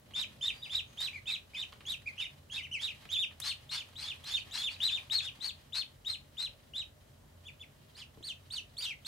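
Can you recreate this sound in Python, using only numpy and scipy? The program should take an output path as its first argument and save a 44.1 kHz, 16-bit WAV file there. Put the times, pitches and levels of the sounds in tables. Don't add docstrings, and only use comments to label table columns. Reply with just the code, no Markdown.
import sys
import numpy as np
from scipy import signal
from scipy.fft import rfft, irfft, next_fast_len
from scipy.io import wavfile
from scipy.ndimage import uniform_filter1d, map_coordinates

SR = 44100
rng = np.random.default_rng(int(sys.argv[2]) if len(sys.argv) > 2 else 0)


def to_linear_factor(level_db):
    exponent = np.asarray(level_db, float) / 20
    return 10 ** exponent


def unload_audio(sound):
    columns = np.transpose(np.atleast_2d(sound))
    steps = np.round(np.clip(columns, -1, 1) * 32767)
    wavfile.write(sys.argv[1], SR, steps.astype(np.int16))


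N = 399974


def unit(x):
    return x / np.sqrt(np.mean(x ** 2) + 1e-20)


def along(points, hz):
    f, v = np.transpose(points)
    return np.interp(np.log(hz + 1), np.log(f + 1), v)


def wobble(size, rate):
    knots = rng.standard_normal(int(max(size, SR // 4) * rate / SR) + 4)
    return map_coordinates(knots, [np.arange(size) * rate / SR])


def noise(size, gain):
    m = next_fast_len(max(size, SR // 5) + 512)
    spectrum = rfft(rng.standard_normal(m)) * gain(np.fft.rfftfreq(m, 1 / SR))
    return unit(irfft(spectrum, m)[:size])


# (frequency [Hz], left-right correlation)
STEREO_LIKENESS = [(60, 1), (180, 0.91), (550, 0.078), (1650, -0.0075), (4970, 0.27), (15000, 0.25)]


def wide(gain):
    hz = np.fft.rfftfreq(N, 1 / SR)
    turn = np.arccos(np.clip(along(STEREO_LIKENESS, hz), -1, 1)) / 2
    spectrum = rfft(rng.standard_normal((2, N))) * gain(hz)
    mid, side = irfft(spectrum * [np.cos(turn), np.sin(turn)], N)
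    return unit(np.array([mid + side, mid - side]))


def add(mix, s, sound, pan_db):
    part = mix[:, round(s * SR):][:, :sound.shape[-1]]
    part += to_linear_factor(np.array([[pan_db / 2], [-pan_db / 2]])) * sound[..., :part.shape[1]]


def glide(rows, bend=0.0043, edge=0.00044):
    s, hz, db = np.transpose(rows)
    t = np.arange(s[0], s[-1], 1 / SR)
    leap_s = s[1] - s[0]

    def warped(power):
        return np.where(t < s[1], s[0] + leap_s * ((t - s[0]) / leap_s) ** power, t)

    pitch = np.interp(warped(.55), s, hz)
    pitch = uniform_filter1d(pitch, int(bend * SR) + 1, mode="nearest")
    fade = np.clip(np.minimum(t - s[0], s[-1] - t) / edge, 0, 1)
    size = np.sqrt(2) * to_linear_factor(np.interp(warped(1.0), s, db)) * fade
    return 2 * np.pi * np.cumsum(pitch) / SR, size, (t - s[0]) / (s[-1] - s[0])


# (time [s], left-right difference [dB])
LEAD_HEAD = [
    (.2, -2),
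    (3.2, -2.5),
    (3.4, 5),
    (4.3, 1),
    (4.9, 4),
    (5.8, 6.5),
    (6.8, 1.5),
]
# (start [s], length [s], crest pitch [Hz], level [dB], hoarse breath level [dB])
CALM = [
    (0.136, .11, 3980, -36.5, -55),
    (0.41, 0.098, 3986, -34.5, -57),
    (0.695, .113, 3990, -35.5, -55),
    (0.974, .114, 4120, -35.5, -55),
    (1.257, 0.11, 4070, -37.5, -56.5),
    (1.548, 0.095, 3920, -39, -60.5),
]
DROWSY = [
    (1.853, 0.1, 3860, -38, -59.5),
    (2.172, 0.098, 3730, -40.5, -64),
    (2.498, 0.11, 3725, -40, -58.5),
    (2.79, .104, 3850, -35.5, -56.5),
    (3.09, 0.085, 3800, -35, -61),
]
JOSTLED = [
    (3.416, 0.12, 4460, -40, -50),
    (3.692, 0.1, 4560, -41, -49.5),
    (3.956, 0.13, 4380, -44.5, -56),
    (4.238, 0.12, 4500, -46, -51.5),
    (4.511, 0.13, 4355, -42.5, -49.5),
]
ROUSED = [
    (4.803, 0.1, 4077, -30, -52.5),
    (5.099, 0.11, 4370, -31.5, -52.5),
    (5.402, 0.11, 4555, -37.5, -53.5),
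    (5.724, .11, 4410, -36.5, -54.5),
    (6.048, 0.11, 4240, -37.5, -60),
    (6.369, 0.11, 4186, -36.5, -60),
    (6.735, 0.098, 3934, -38, -64.5),
]


def lead_duckling():
    moods = [(CALM, "calm"), (DROWSY, "drowsy"), (JOSTLED, "jostled"), (ROUSED, "roused")]
    return sum(duckling(peeps, kind, LEAD_HEAD) for peeps, kind in moods)


# (time [s], left-right difference [dB])
REPLY_HEAD = [
    (.6, 1),
    (2.2, -.5),
    (3, 3),
    (3.5, -3.5),
    (5.2, 0.5),
    (8.9, -1.5),
]
# (start [s], length [s], crest pitch [Hz], level [dB], hoarse breath level [dB])
ARCHES = [(3.143, .107, 3720, -32, -67), (3.735, .09, 3650, -43, -57.5), (4.025, .104, 3600, -39, -59),
          (4.29, .099, 3690, -34, -58), (4.565, .13, 3620, -34, -58), (4.885, .102, 3720, -37, -58),
          (5.195, .104, 3700, -43, -59.5), (7.975, .064, 3560, -51, -72), (3.445, .082, 3700, -38, -64),
          (4.345, .082, 4620, -50, -64), (4.685, .083, 4670, -50, -61)]
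CHIRPS = [(0.482, .047, 3093, -44.5, -72), (0.618, .062, 3870, -43, -98), (1.13, .06, 2470, -42, -72),
          (1.273, .057, 2730, -40.5, -66), (1.535, .045, 2570, -42.5, -70), (2.058, .047, 2500, -39, -69),
          (2.18, .069, 3036, -39, -72), (2.562, .056, 2704, -40, -104), (2.622, .05, 3100, -43, -91),
          (2.713, .076, 3110, -36, -79.5), (2.875, .05, 3300, -42.5, -79), (7.452, .052, 3510, -47.5, -102),
          (7.597, .049, 3550, -47.5, -95), (8.866, .068, 3260, -38.5, -67.5)]
SHRILL = [
    (7.946, .1, 4950, -56, -62),
    (8.227, 0.099, 4650, -44, -66.5),
    (8.503, .1, 4620, -43.5, -62.5),
    (8.768, 0.12, 4820, -42.5, -57.5),
    (8.808, .066, 3870, -45, -60),
    (9.048, 0.067, 4690, -41.5, -59),
]


def companions():
    voices = [(ARCHES, "arch"), (CHIRPS, "chirp"), (SHRILL, "shrill")]
    return sum(duckling(peeps, kind, REPLY_HEAD) for peeps, kind in voices)


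# (frequency [Hz], gain [dB])
BEAK = [(2000, -8.5), (2500, -0.5), (3000, -1), (3400, -6), (3650, 1.5), (3950, -2.5), (4250, -1.5),
        (4700, -2.5)]
# (frequency [Hz], density [dB per Hz])
BREATH = [(500, -25), (850, -4.5), (1400, -2), (2800, 1.5), (5000, 4), (6000, -6), (8500, -9),
          (10000, -11.5), (15500, -30.5)]
SHAPES = dict( calm=dict(start=.67, leap_s=.02, shelf=.905, rest=.5, peak=.78, droop=.965, fall_s=.03, halfway=.46, end_hz=2350),
          drowsy=dict(start=.68, leap_s=.017, shelf=.875, rest=.1, peak=.82, droop=.985, fall_s=.036, halfway=.48, end_hz=2350),
          jostled=dict(start=.66, leap_s=.019, shelf=.92, rest=.15, peak=.7, droop=.95, fall_s=.028, halfway=.48, end_hz=2450),
          roused=dict(start=.64, leap_s=.019, shelf=.895, rest=.12, peak=.58, droop=.955, fall_s=.028, halfway=.5, end_hz=2400),
          arch=dict(start=.7, leap_s=.018, shelf=.945, rest=.35, peak=.78, droop=.97, fall_s=.029, halfway=.5, end_hz=2300),
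          chirp=dict(start=.85, leap_s=.012, shelf=.98, rest=.2, peak=.6, droop=.97, fall_s=.07, halfway=.62, end_hz=2000),
          shrill=dict(start=.62, leap_s=.023, shelf=.965, rest=.1, peak=.45, droop=.94, fall_s=.05, halfway=.68, end_hz=2550))
# (first overtone [dB], onset [dB], shelf [dB], mid-fall [dB], fall end [dB])
LEVELS = dict(calm=(-19.5, -9.5, -2, -1.5, -2.5), drowsy=(-19, -12.5, -5, -3.5, -4.5),
          jostled=(-18, -3.5, -1.5, -1.5, -5.5), roused=(-22, -11, -2.5, -3.5, -7.5),
          arch=(-21, -16, -3.5, 0, -3.5), chirp=(-21.5, -7, -5, -2, -4.5), shrill=(-15.5, -4.5, 2, 5, -1.5))


def duckling(peeps, kind, head):
    mix = np.zeros((2, N))
    octave_db, *contour_db = LEVELS[kind]
    for s, length, crest_hz, level_db, breath_db in peeps:
        rows = arch(s, length, crest_hz, level_db, contour_db, **SHAPES[kind])
        phase, size, progress = glide(rows)
        n = len(phase)
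        beak = to_linear_factor(along(BEAK, np.gradient(phase) * SR / (2 * np.pi)))
        effort = np.clip(np.minimum((progress - .12) / .22, (.85 - progress) / .3), 0, 1)
        loudest_db = max(row[2] for row in rows)
        rough = effort * min(to_linear_factor(breath_db - loudest_db + 8.5), .38)

        phase = phase + rough * wobble(n, 1208)
        phase = phase + (.2 + .25 * effort + 1.8 * rough) * wobble(n, 260)
        phase = phase + crest_hz / 4000 * effort * wobble(n, 75)
        tone = beak * np.sin(phase) * to_linear_factor((2.44 + 2.5 * rough) * wobble(n, 221))

        for k, db in enumerate([0, -9, -21]):
            richness = (0.81 + 0.12 * effort) ** (1 + k) * (size / to_linear_factor(-48.0)) ** (0.12 * k)
            overtone = to_linear_factor(octave_db + db + 4.54 * wobble(n, 87)) * np.sin((k + 2) * phase)
            tone += richness * overtone

        period = rng.integers(2, 4)
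        under = np.zeros(n)
        for k in (period - 1, period + 1):
            patches = to_linear_factor(4 * wobble(n, 61))
            under += patches * np.sin(k / period * phase + 1.2 * wobble(n, 300))

        puffs = to_linear_factor(1.8 * wobble(n, 450) + 2.5 * wobble(n, 45))
        air = noise(n, lambda hz: to_linear_factor(along(BREATH, hz))) * puffs
        hoarse = to_linear_factor(breath_db) * (to_linear_factor(7.5) * air + to_linear_factor(-5.5) * under)
        call = size * tone + effort * hoarse
        pan_db = np.interp(s, *np.transpose(head))
        add(mix, s, call, pan_db)
        add(mix, s, room(call), 0.19 * pan_db)
    return mix


def arch(s, length, crest_hz, db, levels, start, leap_s, shelf, rest, peak, droop, fall_s, halfway, end_hz):
    onset_db, shelf_db, falling_db, end_db = levels
    cut_s, cut_db = 0.0084, -3.5
    hold = max(length - leap_s - fall_s, .011)
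    drop = leap_s + hold
    end = end_hz / crest_hz
    middle = droop + halfway * (end - droop)
    last = end + (middle - end) * 2 * cut_s / (length - drop)
    corners = [(0, start, onset_db),
               (leap_s, shelf, shelf_db),
               (leap_s + rest * hold, .985 * shelf, shelf_db / 2),
               (leap_s + peak * hold, 1, 0),
               (drop, droop, falling_db / 4),
               ((drop + length) / 2, middle, falling_db),
               (length - cut_s, last, end_db),
               (length, end, end_db + cut_db)]
    return [(s + t, crest_hz * share, db + under_db) for t, share, under_db in corners]


# (time [s], rustle level [dB], rumble level [dB])
RUSTLE = [(0, -77, -64), (.08, -78, -56), (.7, -67.5, -59), (1.5, -76, -60), (1.77, -70.5, -58.5),
          (2.3, -79.5, -60), (3.05, -72.5, -59.5), (3.3, -75.5, -60), (3.65, -74, -60.5), (4.5, -67.5, -58),
          (5.6, -73.5, -60.5), (7, -84, -60), (9.07, -76.5, -60.5)]
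# (frequency [Hz], density [dB per Hz])
RUG = [(300, -28.5), (700, -4.5), (1500, -7.5), (3500, -3), (6000, -15.5), (12000, -19.5), (16000, -31)]
# (time [s], scrape level [dB], snap level [dB])
TICKS = [(0.109, -56, -65.5), (1.0058, -54, -41), (1.724, -48.5, -63), (1.735, -62, -59),
         (1.8064, -54.5, -67), (1.921, -77, -42), (2.02, -58, -65), (2.948, -64, -63), (3.024, -53, -63),
         (3.0542, -53.5, -65), (3.3104, -56, -75), (3.3217, -57, -62.5), (3.4013, -49.5, -35.5),
         (3.8872, -61, -62), (3.9313, -57, -67), (4.2424, -53, -48.5), (7.6188, -78, -64), (7.72, -68, -68),
         (8.783, -65, -46)]
# (time [s], level [dB])
THUDS = [
    (3.055, -48),
    (4.467, -48),
    (5.39, -48),
    (7.237, -50),
    (8.174, -45),
    (8.207, -45.5),
]


def rug():
    s, db, _ = np.transpose(RUSTLE)
    level = np.interp(np.arange(N) / SR, s, db) + 3 * wobble(N, 14) + 2.55 * wobble(N, 90)
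    mix = to_linear_factor(level + 7.0) * wide(lambda hz: to_linear_factor(along(RUG, hz)))
    t = np.arange(SR // 10) / SR

    def band(centre_hz, width_hz):
        return noise(len(t), lambda f: np.exp(-((f - centre_hz) / width_hz) ** 2))

    for s, scrape_db, snap_db in TICKS:
        scrape = to_linear_factor(scrape_db - 60 * t / .05 + 3.66 * wobble(len(t), 510)) * band(2200, 2230)
        snap = to_linear_factor(snap_db - 1.0 - 60 * t / 0.018) * band(8000, 6000)
        add(mix, s, scrape + snap, -2.5)
    for s, db in THUDS:
        add(mix, s, to_linear_factor(db - 4.5 - 60 * t / 0.032) * band(200, 610), -.4)
    return mix


# (time [s], pitch [Hz], level [dB])
WHISTLES = [
    [(.4, 4900, -61), (.45, 5200, -84), (.54, 5100, -73)],
    [(.52, 4650, -68), (.6, 4760, -64), (.665, 4880, -64), (.72, 4700, -72)],
    [(.83, 6450, -79), (.9, 6500, -71), (1.1, 6500, -69), (1.2, 6400, -78)],
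]


def nose():
    mix = np.zeros((2, N))
    for rows in WHISTLES:
        phase, size, _ = glide(rows, bend=0.02, edge=0.013)
        n = len(phase)
        flow = size * to_linear_factor(2.5 * wobble(n, 42))
        add(mix, rows[0][0], flow * np.sin(phase + .6 * wobble(n, 153)), -1.5)
    return mix


# (frequency [Hz], 60 dB decay time [s])
WALLS = [(500, 0.24), (3000, 0.2), (8000, 0.18), (15000, 0.23)]


def room(x):
    hz, t, z = signal.stft(rng.standard_normal((2, SR // 3)), SR, nperseg=128)
    decay = to_linear_factor(-60 * t / along(WALLS, hz)[:, None])
    tail = signal.istft(z * decay, SR, nperseg=128)[1]
    tail *= 1 - np.exp(-np.arange(tail.shape[1]) / (0.0011 * SR))
    tail *= to_linear_factor(-2.5) / np.linalg.norm(tail[0])
    tail[:, rng.integers(20, 90, size=3)] += to_linear_factor(-14) * rng.standard_normal((2, 3))
    return signal.fftconvolve(x[None], tail, axes=1)


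# (frequency [Hz], density [dB per Hz])
QUIET = [(13, -55), (22, -54), (44, -8), (92, -11), (132, -8), (169, -18), (211, -12.5), (256, -15.5),
         (328, -20), (366, -19), (602, -17.5), (815, -22), (1970, -29), (2200, -32.5), (16000, -39)]
# (frequency [Hz], width [Hz], level [dB])
HUM = [
    (88, 11.7, -64.5),
    (137, 26.4, -68.5),
    (593, 76, -75.5),
]


def floor():
    def bed(hz):
        return to_linear_factor(along(QUIET, hz))

    hums = np.zeros((2, N))
    for centre_hz, width_hz, db in HUM:
        hums += to_linear_factor(db) * wide(lambda f: 1 / (1 + (2 * (f - centre_hz) / width_hz) ** 2))
    s, _, rumble_db = np.transpose(RUSTLE)
    load = to_linear_factor(np.interp(np.arange(N) / SR, s, rumble_db) - 2.5)
    bass = load * wide(lambda hz: bed(hz) / (1 + (hz / 700) ** 2))
    hiss = to_linear_factor(-67.5) * wide(lambda hz: bed(hz) / (1 + (700 / (hz + 1)) ** 2))
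    return bass + hums + hiss


def scene():
    birds = lead_duckling() + companions()
    near = rug() + nose()
    return birds + near + room(near.mean(0))[:, :N] + floor()


def band_limit(x):
    return signal.sosfilt(signal.butter(12, 16430, fs=SR, output="sos"), x)


def record(dry):
    passed = np.fft.rfftfreq(N, 1 / SR) < 15800
    mix = irfft(rfft(dry) * passed, N)
    return band_limit(mix)


dry = scene()
out = record(dry)
unload_audio(out)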